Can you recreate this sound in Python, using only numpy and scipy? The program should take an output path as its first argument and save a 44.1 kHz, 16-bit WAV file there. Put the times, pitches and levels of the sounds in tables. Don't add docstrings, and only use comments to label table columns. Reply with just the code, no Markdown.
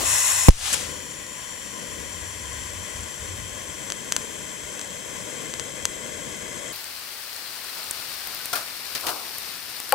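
import sys
import numpy as np
from scipy import signal
from scipy.fft import rfft, irfft, next_fast_len
from scipy.io import wavfile
from scipy.ndimage import uniform_filter1d, map_coordinates

SR = 44100
rng = np.random.default_rng(int(sys.argv[2]) if len(sys.argv) > 2 else 0)


def boost(x):
    u = np.asarray(x, float) / 20
    return 10 ** u


def generate_wav(signal):
    frames = np.transpose(np.atleast_2d(signal))
    scaled = np.clip(frames, -1, 1) * 32767
    pcm = np.round(scaled).astype(np.int16)
    wavfile.write(sys.argv[1], SR, pcm)


N = 438354
SECONDS = np.arange(N) / SR
SIZE = next_fast_len(N + 8192)
HZ = np.fft.rfftfreq(SIZE, 1 / SR)
STRIKE_S, CUT_S = .4848, 6.724
TOP_HZ = 15850

COLD = [(170, -17), (1550, -9), (4570, -13), (7240, 0.5), (9130, -9.5), (10850, -4.5), (12320, -19),
        (15590, -23.0)], [(317, 82, -13), (1030, 74, 9), (1310, 54, -7), (1946, 62, 6.5), (2320, 60, -6),
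        (2570, 81, 5), (4910, 130, -12), (5360, 98, 6.5), (6300, 81, -7), (8400, 130, 3.5), (8680, 90, -15),
        (11230, 120, 8.5), (12290, 190, -3.2), (13140, 150, 10), (13730, 110, -9.7), (14430, 90, -3)]
WIDE = [(170, -0.5), (1000, -7), (3000, -3.5), (5000, -5), (7000, -3), (11000, -7), (12500, -16),
        (15600, -22)], []
FAR_LATE = [(170, -8), (600, -7), (1550, -3.5), (4570, -1), (6800, -9), (8960, -11.5), (12660, -6),
            (14470, -5), (15200, -1), (15800, -18)], [(3300, 230, -2.5), (5360, 640, 2), (6200, 59, -17),
            (8960, 370, 8.5)]
# left over right [dB], lead of the right [rad],
# likeness [0-1].
NEAR_PORTS = [(170, 7.3), (1030, 20.0), (1890, 13.0), (3960, 6.0), (5250, 5.0), (7920, 9.0), (9820, -1.0),
              (10250, 0.0), (11710, -4.0), (12230, -1.0), (13010, -3.0), (15590, 4.0)], [(170, -1.3),
              (1550, 0.35), (6030, 0.62), (8790, 1.73), (9220, 2.44), (9990, 1.4), (10590, 2.25),
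              (12830, 2.8), (13610, 2.9), (15590, 3.9)], [(170, 0.78), (3880, 0.3), (7320, 0.91),
              (9390, 0.6), (11280, 1), (12830, 0.1), (13950, 0.57), (15590, 0.4)]
FAR_PORTS = [(170, 0.67), (2150, 4.6), (2840, 5.8), (3450, 7.4), (4650, 12.5), (6120, 5.6), (8010, 5.0),
             (9040, 12), (9990, 6.2), (10940, 3.2), (14810, 13), (15590, 7.0)], [(170, 0.46), (950, -0.58),
             (4650, -0.57), (6030, -0.2), (6370, -0.03), (7060, 0.64), (8440, -0.35), (9730, 0.58),
             (14380, 0.91), (15590, 0.82)], [(170, 0.024), (950, 0.62), (2070, 0.34), (7240, 0.02),
             (8350, 0.3), (12140, 0.25), (13610, 0.48), (15590, 0.21)]
# time [s], place [0 wide, 1 early, 2 late].
TRAVEL = [(.78, 0), (.95, 1), (2.5, 1.2), (5.6, 2), (7.5, 2)]


def unit(x):
    return x / np.sqrt(np.mean(x ** 2) + 1e-20)


def line(points, at):
    return np.interp(at, *np.transpose(points))


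def gate(t0, t1):
    return (SECONDS >= t0) & (SECONDS < t1)


def wobble(rate):
    return map_coordinates(rng.standard_normal(int(N * rate / SR) + 4), [SECONDS * rate])


def swell(s, rise, t60):
    t = np.clip(SECONDS - s, 0, None)
    return np.minimum(t / rise, 1) * boost(-60 * np.clip(t - rise, 0, None) / t60)


def causal(db):
    cep = irfft(db * np.log(10) / 20, SIZE)
    cep[1:SIZE // 2] *= 2
    cep[SIZE // 2 + 1:] = 0
    return np.exp(rfft(cep))


def way(colour, ports, stretch=1):
    slope, bumps = colour
    hz = HZ / stretch
    db = line(slope, hz) + sum(gain * np.exp(-.5 * ((hz - centre) / width) ** 2) for centre, width, gain in bumps)
    db = db - 10 * np.log10(1 + (110 / (HZ + 1)) ** 4)
    share = 1 / (1 + boost(-2 * line(ports[0], HZ)))
    lead = np.exp(1j * line(ports[1], HZ))
    pair = causal(db) * np.array([np.sqrt(share), np.sqrt(1 - share) * lead])
    band = (HZ > 600) & (HZ < 15000)
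    return pair / np.sqrt(np.sum(abs(pair.mean(axis=0)[band]) ** 2) / len(HZ))


def heard(spectrum, response):
    return irfft(spectrum * response, SIZE)[..., :N]


def reflections(paths):
    return sum(boost(db) * np.exp(-2j * np.pi * HZ * lag) for lag, db in paths)


def jet(ports, grain_db):
    flicker_db = grain_db * wobble(500) + 0.33 * wobble(30) + 0.44 * wobble(7)
    shared = unit(rng.standard_normal(N) * boost(flicker_db))
    alike = np.clip(line(ports[2], HZ), 0, 1)
    other = rfft(rng.standard_normal(N), SIZE)
    direct = rfft(shared, SIZE)
    return np.array([direct, alike * direct + np.sqrt(1 - alike ** 2) * other])


def draught():
    # middle [s], peak [dB], half length [s].
    gusts = [(0.065, -40, 0.11), (0.408, -46.5, 0.13), (.64, -50, .04), (.82, -48, 0.22), (2.0, -47, 0.14),
             (2.235, -42.5, 0.098), (2.5, -42, 0.14), (2.68, -46, 0.11), (2.802, -42, .05), (3, -39, 0.065),
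             (3.226, -38.5, .03), (3.32, -37, .04), (3.425, -40, 0.055), (3.546, -44, .04),
             (3.697, -47.5, .07), (5.603, -45.5, .05), (5.84, -48, 0.033), (6.166, -49, 0.064),
             (7.9, -61, .04), (8.96, -59, .03), (9.07, -55, .06)]
    band = (HZ / 55) ** 4 / (1 + (HZ / 55) ** 4) / (1 + (HZ / 110) ** 12)
    shared, left, right = heard(rfft(rng.standard_normal((3, N)), SIZE), band)
    pair = np.array([1.27 * (shared + 0.56 * left), 0.75 * (shared + 0.76 * right)])
    loudness = np.sqrt(abs(uniform_filter1d(pair.mean(axis=0) ** 2, size=SR // 20)) + 1e-9)
    blow = sum(boost(db) * np.exp(-((SECONDS - s) / half) ** 2) for s, db, half in gusts)
    air = rng.standard_normal((3, N))
    air_band = HZ ** 2 / (HZ ** 2 + 55 ** 2) / (1 + (HZ / 120) ** 4)
    still = unit(heard(rfft(air[0] + .6 * air[1:], SIZE), air_band))
    near_db, far_db, lumpy_db = -54, -64.5, 2.5
    calm = boost(np.where(SECONDS < CUT_S, near_db, far_db) + lumpy_db * wobble(9))
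    return calm * still + pair / loudness * blow


def knock():
    # crack [dB], thud [dB], ring [dB].
    blow_levels = (-1.8, -4, -11)
    # frequency [Hz], level [dB], t60 [s].
    plate_modes = [(529, -5.5, .2), (718, -6, 0.071), (829, -2, 0.25), (1093, -8, .1), (1370, -12, 0.057),
                   (1700, -12, .03), (2000, -12, .025), (2380, -5, 0.027), (2960, -12, 0.02),
                   (4600, -3, .018)]
    crack_db, thud_db, ring_db = blow_levels
    s, thud_lag_s = 9.9235, .00045
    t = np.clip(SECONDS - s, 0, None)
    rough_phase = 0.73 * rng.standard_normal(N)
    crack = boost(crack_db) * swell(s, 0.00019, 0.0023) * np.sin(2 * np.pi * 11800 * t + rough_phase)
    thud_tones = [(1400, 0.97), (2900, 0.49), (4500, .35), (8200, 0.32)]  # Hz, gain
    thud = sum(g * np.sin(2 * np.pi * hz * (t - thud_lag_s)) for hz, g in thud_tones)
    thud = -boost(thud_db) * swell(s, 0.00076, 0.0034) * thud
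    ring = sum(boost(db - 60 * t / t60) * np.sin(2 * np.pi * hz * t) for hz, db, t60 in plate_modes)
    ring = boost(ring_db) * np.clip(t / 0.0069, 0, 1) * ring
    return (crack + thud) * boost([[3], [-7]]) + ring * boost([[3.5], [-3.5]])


def crackle(count, t0, t1, db):
    u = rng.random((count, 4))
    return np.transpose([t0 + (t1 - t0) * u[:, 0], db + 9 * u[:, 1] ** 3, 5000 + 8000 * u[:, 2], 10 * u[:, 3]])


def ticks(rows, cycles):
    out, t = np.zeros((2, N + SR)), np.arange(64) / SR
    for (s, db, hz, pan_db), u in zip(rows, rng.standard_normal(len(rows))):
        tick = np.exp(-t * hz / cycles) * np.cos(2 * np.pi * hz * t) + 0.094 * np.exp(-t * 9000)
        level = np.sign(u) * boost(db + np.array([[pan_db / 2], [-pan_db / 2]]))
        out[:, round((s + .0012) * SR):][:, :len(t)] += level * tick
    return out[:, :N]


def far_sparks():
    # start [s], peak [dB], ring [Hz], left over right [dB].
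    sharp_sparks = [(6.7313, -20, 9770, 3), (6.76, -17, 13400, 7.5), (6.842, -18, 7980, 5.5),
                    (7.3624, -20, 8610, 5.5), (7.6427, -20, 8910, 7.0), (7.7538, -20, 13900, 2),
                    (7.7849, -20, 8490, 5), (7.8411, -19, 8800, 4.5), (7.9091, -7, 8050, 8),
                    (8.128, -16, 14400, 5.5), (8.2585, -22, 13900, 5.0), (8.2722, -11, 13900, 8),
                    (8.3475, -14, 13400, 10), (8.5556, -10, 12500, 13), (8.6637, -24, 14100, 6.5),
                    (8.768, -20, 14200, 5), (9.1354, -22, 9340, 6.5), (9.3826, -10, 12000, 4.0),
                    (9.892, -15, 10900, 12),
                    (7.911, -10, 9800, 3)]
    blunt_sparks = [(8.4564, -5.5, 11000, 5), (8.5332, -9, 8560, 11), (8.9498, -12, 6000, 8),
                    (8.9575, -14, 5000, 8), (9.0096, -12, 11500, 6), (9.0665, -10, 14000, 7),
                    (9.0685, -11, 5000, 8), (9.2661, -22, 12000, 7), (9.6941, -18, 11100, 6.5),
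                    (9.8008, -8.5, 9500, 6)]
    faint = crackle(count=250, t0=4.9, t1=9.9, db=-35.5)
    return ticks([*sharp_sparks, *faint], cycles=1.65) + ticks(blunt_sparks, cycles=0.73)


def far_hiss(noise):
    # time [s], level [dB].
    hiss_levels = [(6.74, -36), (7.14, -37), (7.64, -36), (7.81, -35), (8.36, -34.5), (8.8, -35),
                   (9.2, -35), (9.5, -34.5), (9.63, -37.5), (9.75, -35.5), (9.9, -35.5)]
    # time [s], place [0 early, 1 late].
    torch_travel = [(7.3, 0.098), (9.3, 0.78)]
    # [Hz, width Hz, dB].
    early_colour = [
        [(170, -12), (600, -8), (1720, -4), (4570, -4), (6890, -9.5), (8700, -7), (11540, -11), (13610, -5.5), (15000, -8), (15800, -7)],
        [(4170, 80, 5.5), (4660, 220, 4.5), (5530, 90, 3.5), (12700, 120, -9)],
    ]
    place = line(torch_travel, SECONDS)
    early, late = heard(noise, way(early_colour, FAR_PORTS)), heard(noise, way(FAR_LATE, FAR_PORTS))
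    return boost(line(hiss_levels, SECONDS)) * ((1 - place) * early + place * late)


def sputters(noise):
    # start [s], fizz [dB], plate hum [dB], rise [s], t60 [s].
    spits = [
        (7.66, -39, -43, 0.13, 0.83),
        (8.24, -47, -44, .05, 0.46),
        (8.528, -23.5, -25, 0.003, .1),
        (8.552, -29, -29, .004, .28),
        (8.949, -23, -36, 0.0023, 0.14),
        (9.03, -75, -35, 0.012, 0.15),
        (9.066, -22.5, -33, .002, 0.1),
        (9.075, -28, -30, 0.016, .12),
    ]
    # [Hz, width Hz, dB].
    hum_colour = [
        [(200, -20), (400, -11), (700, -2.5), (1200, -7), (1700, -10), (2600, -35), (4000, -11.5)],
        [(630, 70, 3), (1370, 240, 9.5)],
    ]
    pocket_colour = [(150, -22), (330, -3), (600, -4), (1100, 0), (1700, -5), (2400, -20), (4000, -35)], []
    # start [s], level [dB], rise [s], t60 [s].
    gas_pocket = (9.02, -32, .06, .55)
    hum_lag_s, hum_longer = 0.0027, 1.46
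    dull = 1 / (1 + (HZ / 17000) ** 2)
    fizz = heard(jet(FAR_PORTS, grain_db=2.5), way(FAR_LATE, FAR_PORTS) * dull)
    hum = unit(heard(jet(FAR_PORTS, grain_db=-1.0), way(hum_colour, FAR_PORTS)))
    out = np.zeros((2, N))
    for s, db, hum_db, rise, t60 in spits:
        out += boost(db) * swell(s, rise, t60) * fizz
        out += boost(hum_db) * swell(s, rise + hum_lag_s, hum_longer * t60) * hum
    s, db, rise, t60 = gas_pocket
    return out + boost(db) * swell(s, rise, t60) * unit(heard(noise, way(pocket_colour, FAR_PORTS)))


def pings():
    # start [s], level [dB], frequency [Hz], t60 [s].
    droplets = [
        (8.532, -19, 1400, 0.045),
        (8.533, -27, 720, 0.085),
        (8.552, -26.5, 1160, .09),
        (8.548, -32, 2500, .05),
        (8.4, -38.5, 1500, .2),
    ]
    out = np.zeros((2, N))
    for s, db, hz, t60 in droplets:
        out += boost([[db + 2.5], [db - 5]]) * swell(s, 0.0035, t60) * np.sin(2 * np.pi * hz * SECONDS)
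    return out


def far_arc():
    noise = jet(FAR_PORTS, grain_db=1.0)
    return gate(CUT_S, N) * (far_hiss(noise) + far_sparks() + sputters(noise) + pings())


def cold_gas(noise):
    # time [s], level [dB].
    gas_levels = [(0.0, -34), (0.006, -37.5), (0.064, -23), (0.12, -21), (0.478, -24.5)]
    # [Hz, width Hz, dB].
    puff_colour = [(150, -22), (290, -5.5), (450, -13), (670, -4.5), (1000, -14), (2000, -20)], []
    gas = gate(0, STRIKE_S) * boost(line(gas_levels, SECONDS)) * heard(noise, way(COLD, NEAR_PORTS))
    puff = unit(heard(noise, way(puff_colour, NEAR_PORTS)))
    return gas + boost(-25.0) * swell(-0.025, 0.037, 0.35) * puff


def gas_column(noise):
    # time [s], level [dB].
    roar_levels = [(.55, -66), (.7, -56), (.76, -47), (.84, -45.5), (1.45, -54.5), (1.95, -46.5),
                   (2.3, -52.5), (2.8, -50.5), (4.18, -47.5), (4.61, -49), (5.37, -46), (5.85, -46),
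                   (6.3, -44), (6.7, -45.5)]
    # [Hz, width Hz, dB].
    upper_colour = [(240, -26.5), (300, -1.5), (370, -5), (500, 3), (640, -5.5), (760, -17.5),
                    (1000, -32.5)], []
    lower_colour = [(100, -5.5), (140, 4), (220, 1), (300, -7.5), (400, -38.5)], []
    upper_db = line(roar_levels, SECONDS) + 3.5
    lower_db = upper_db - 0.73 - 0.42 * SECONDS
    upper = boost(upper_db) * unit(heard(noise, way(upper_colour, NEAR_PORTS)))
    lower = boost(lower_db) * unit(heard(noise, way(lower_colour, NEAR_PORTS)))
    return gate(STRIKE_S, CUT_S) * (upper + lower)


def snaps(rows, signs, boost_db):
    # lag [s], level [dB].
    bench_echoes = [(.00065, -3), (.0011, -14), (.0018, -11), (.0031, -17), (.005, -20)]
    # [Hz, width Hz, dB].
    spark_colour = [
        [(200, -16), (500, -7), (900, -4), (2800, -5), (5400, -3), (7000, -7.5), (8600, -7), (9400, -6.5), (13400, -20), (16400, -15)],
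        [(4560, 140, -4.5), (6600, 240, 8.5), (7970, 250, 7)],
    ]
    train = np.zeros(N)
    for (s, db), sign in zip(rows, signs):
        train[round((s + .0012) * SR)] += sign * boost(db + boost_db)
    echoed = (.35 + .65 / (1 + (4800 / (HZ + 1)) ** 6)) / (1 + (HZ / 11000) ** 6)
    return heard(rfft(train, SIZE) * (1 + echoed * reflections(bench_echoes)), way(spark_colour, NEAR_PORTS))


def near_sparks():
    # start [s], peak [dB].
    loud_snaps = [(3.901, -9.5), (3.9205, -7), (4.1215, 1.5), (4.1637, 1), (4.793, -14.5), (4.8128, -12),
                  (5.538, -10.5), (5.5962, -7.5), (5.8529, 2.5)]
    pulse_signs = [-1, 1, -1, 1, -1, 1, 1, -1, 1]
    faint = crackle(count=120, t0=0.48, t1=6.7, db=-31.5)[:, :2]
    signs = [*pulse_signs, 1, *np.sign(rng.standard_normal(len(faint)))]
    return snaps([*loud_snaps, (.5056, -16), *faint], signs, boost_db=4.0)


def young_spit():
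    # start [s], end [s], level [dB].
    spit_burst = (.727, .747, -24)
    start, end, db = spit_burst
    burst = uniform_filter1d(1. * gate(start, end), size=200)
    colour = 0.85 * way(COLD, NEAR_PORTS) + 0.54 * way(WIDE, NEAR_PORTS)
    return boost(db) * burst * heard(jet(NEAR_PORTS, grain_db=2.5), colour)


def climbing(x):
    # first and last centre [Hz], width [Hz], first and last gain [dB].
    cup_ridges = [(5110, 5720, 80, -9, -13), (5680, 6150, 180, 2.5, 2), (6400, 6800, 100, -12, -2),
                  (6750, 7050, 63, -8, -9), (7150, 7600, 99, 7.5, 1.5), (7700, 8460, 110, -10, 1.5),
                  (8520, 8780, 80, -8, -6)]
    # time [s], share [0-1].
    climb_share = [(1, 0.023), (2.3, 0.31), (4, 0.67), (6.7, 1)]
    hz, s, z = signal.stft(x, SR, nperseg=1024)
    p = line(climb_share, s)
    db = 0
    for c0, c1, width, g0, g1 in cup_ridges:
        centre = c0 + (c1 - c0) * p
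        db = db + (g0 + (g1 - g0) * p) * np.exp(-.5 * ((hz[:, None] - centre) / width) ** 2)
    lit = np.clip(line(TRAVEL, s), 0, 1)
    return signal.istft(z * boost(db * lit), SR, nperseg=1024)[1][:, :N]


def arc_hiss(noise):
    # time [s], level [dB].
    flare_levels = [(.5, -38), (0.53, -40.5), (0.56, -39), (0.61, -34), (0.666, -27.5), (0.72, -27),
                    (0.74, -27), (0.756, -29.5), (0.93, -37), (1.09, -39)]
    arc_levels = [(1.1, -38.5), (2.36, -37), (5.5, -37.5), (6.7, -37)]
    # [Hz, width Hz, dB].
    early_colour = [
        [(170, -9), (2930, -12.5), (4390, -16.0), (7580, -6.5), (9040, -17), (10770, -14.5), (12750, -24), (15590, -29)],
        [(151, 63, 16), (858, 107, -5.5), (1000, 60, 9), (1295, 87, -9), (1924, 47, 9), (2845, 26, -16), (3146, 130, 6), (3880, 87, -14), (4900, 240, -4), (10170, 80, 5), (11150, 110, 8), (14540, 130, 1)],
    ]
    late_colour = [
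        [(170, -1), (1210, -6.5), (4220, -17), (7750, -4.5), (9220, -17), (10770, -14), (12320, -19.5), (15590, -31.5)],
        [(444, 55, -6), (806, 84, -8), (1290, 90, -10.5), (2055, 92, 5), (2866, 30, -25), (3217, 143, 9), (4370, 33, 8), (4590, 120, -12.5), (11000, 60, 8), (11130, 51, 3.3), (12700, 110, -6), (13790, 80, -1)],
    ]
    place = line(TRAVEL, SECONDS)
    low = 1 / (1 + (HZ / 620) ** 8)
    hiss = np.zeros((2, N))
    for k, colour in enumerate([WIDE, early_colour, late_colour]):
        hiss += np.clip(1 - abs(place - k), 0, 1) * heard(noise, way(colour, NEAR_PORTS) * (1 - low))
    level = boost(line(list(flare_levels) + list(arc_levels), SECONDS))
    return gate(STRIKE_S, CUT_S) * level * climbing(hiss)


def near_arc():
    # lag [s], level [dB].
    wall_echoes = [(.0024, -22), (.0029, -21), (.0035, -21), (.0049, -18), (.0082, -25), (.0165, -25),
                   (.021, -23)]
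    noise = (1 + reflections(wall_echoes)) * jet(NEAR_PORTS, grain_db=0.5)
    return cold_gas(noise) + arc_hiss(noise) + gas_column(noise) + near_sparks() + young_spit()


def strike():
    swing_times = [
        (.0007, .0041, .0153, .043, .098, .17),
        (.0017, .0061, .0178, .046, .102, .175),
    ]
    # swing number, level [dB].
    throw_sizes = [(0, 32), (1, 21), (2, 23), (2.8, 5), (3, 0), (3.15, -8), (3.4, -12), (3.8, -18),
                   (4.5, -31), (5.2, -42), (6, -46)]
    # start [s], end [s], level [dB].
    first_flash = (.4880, .4920, -8)
    t = np.clip(SECONDS - STRIKE_S, 1e-5, None)
    turns = np.array([np.interp(np.log(t), np.log([s[0] / 8, *s]), np.arange(len(s) + 1)) for s in swing_times])
    throw = boost(line(throw_sizes, turns) + [[0], [-3.5]]) * np.sin(np.pi * turns)
    start, end, flash_db = first_flash
    flash = boost(flash_db + np.array([[-3], [4]])) * gate(start, end)
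    rattle_db, rattle_t60_s = -8, .02
    harsh = heard(jet(NEAR_PORTS, grain_db=7), (HZ < TOP_HZ) * way(WIDE, NEAR_PORTS))
    rattle = (boost(rattle_db - 60 * t / rattle_t60_s) + flash) * harsh
    return gate(STRIKE_S, CUT_S) * (rattle - throw)


def scene():
    sound = draught() + knock() + far_arc() + near_arc()
    return heard(rfft(sound, SIZE), 1 / (1 + (HZ / TOP_HZ) ** 300)) + strike()


def top_cut(x):
    return signal.sosfilt(signal.butter(12, 16050, fs=SR, output="sos"), x)


def record(dry):
    clipped = dry / (1 + abs(dry / .99) ** 12) ** (1 / 12)
    return top_cut(clipped)


dry = scene()
out = record(dry)
generate_wav(out)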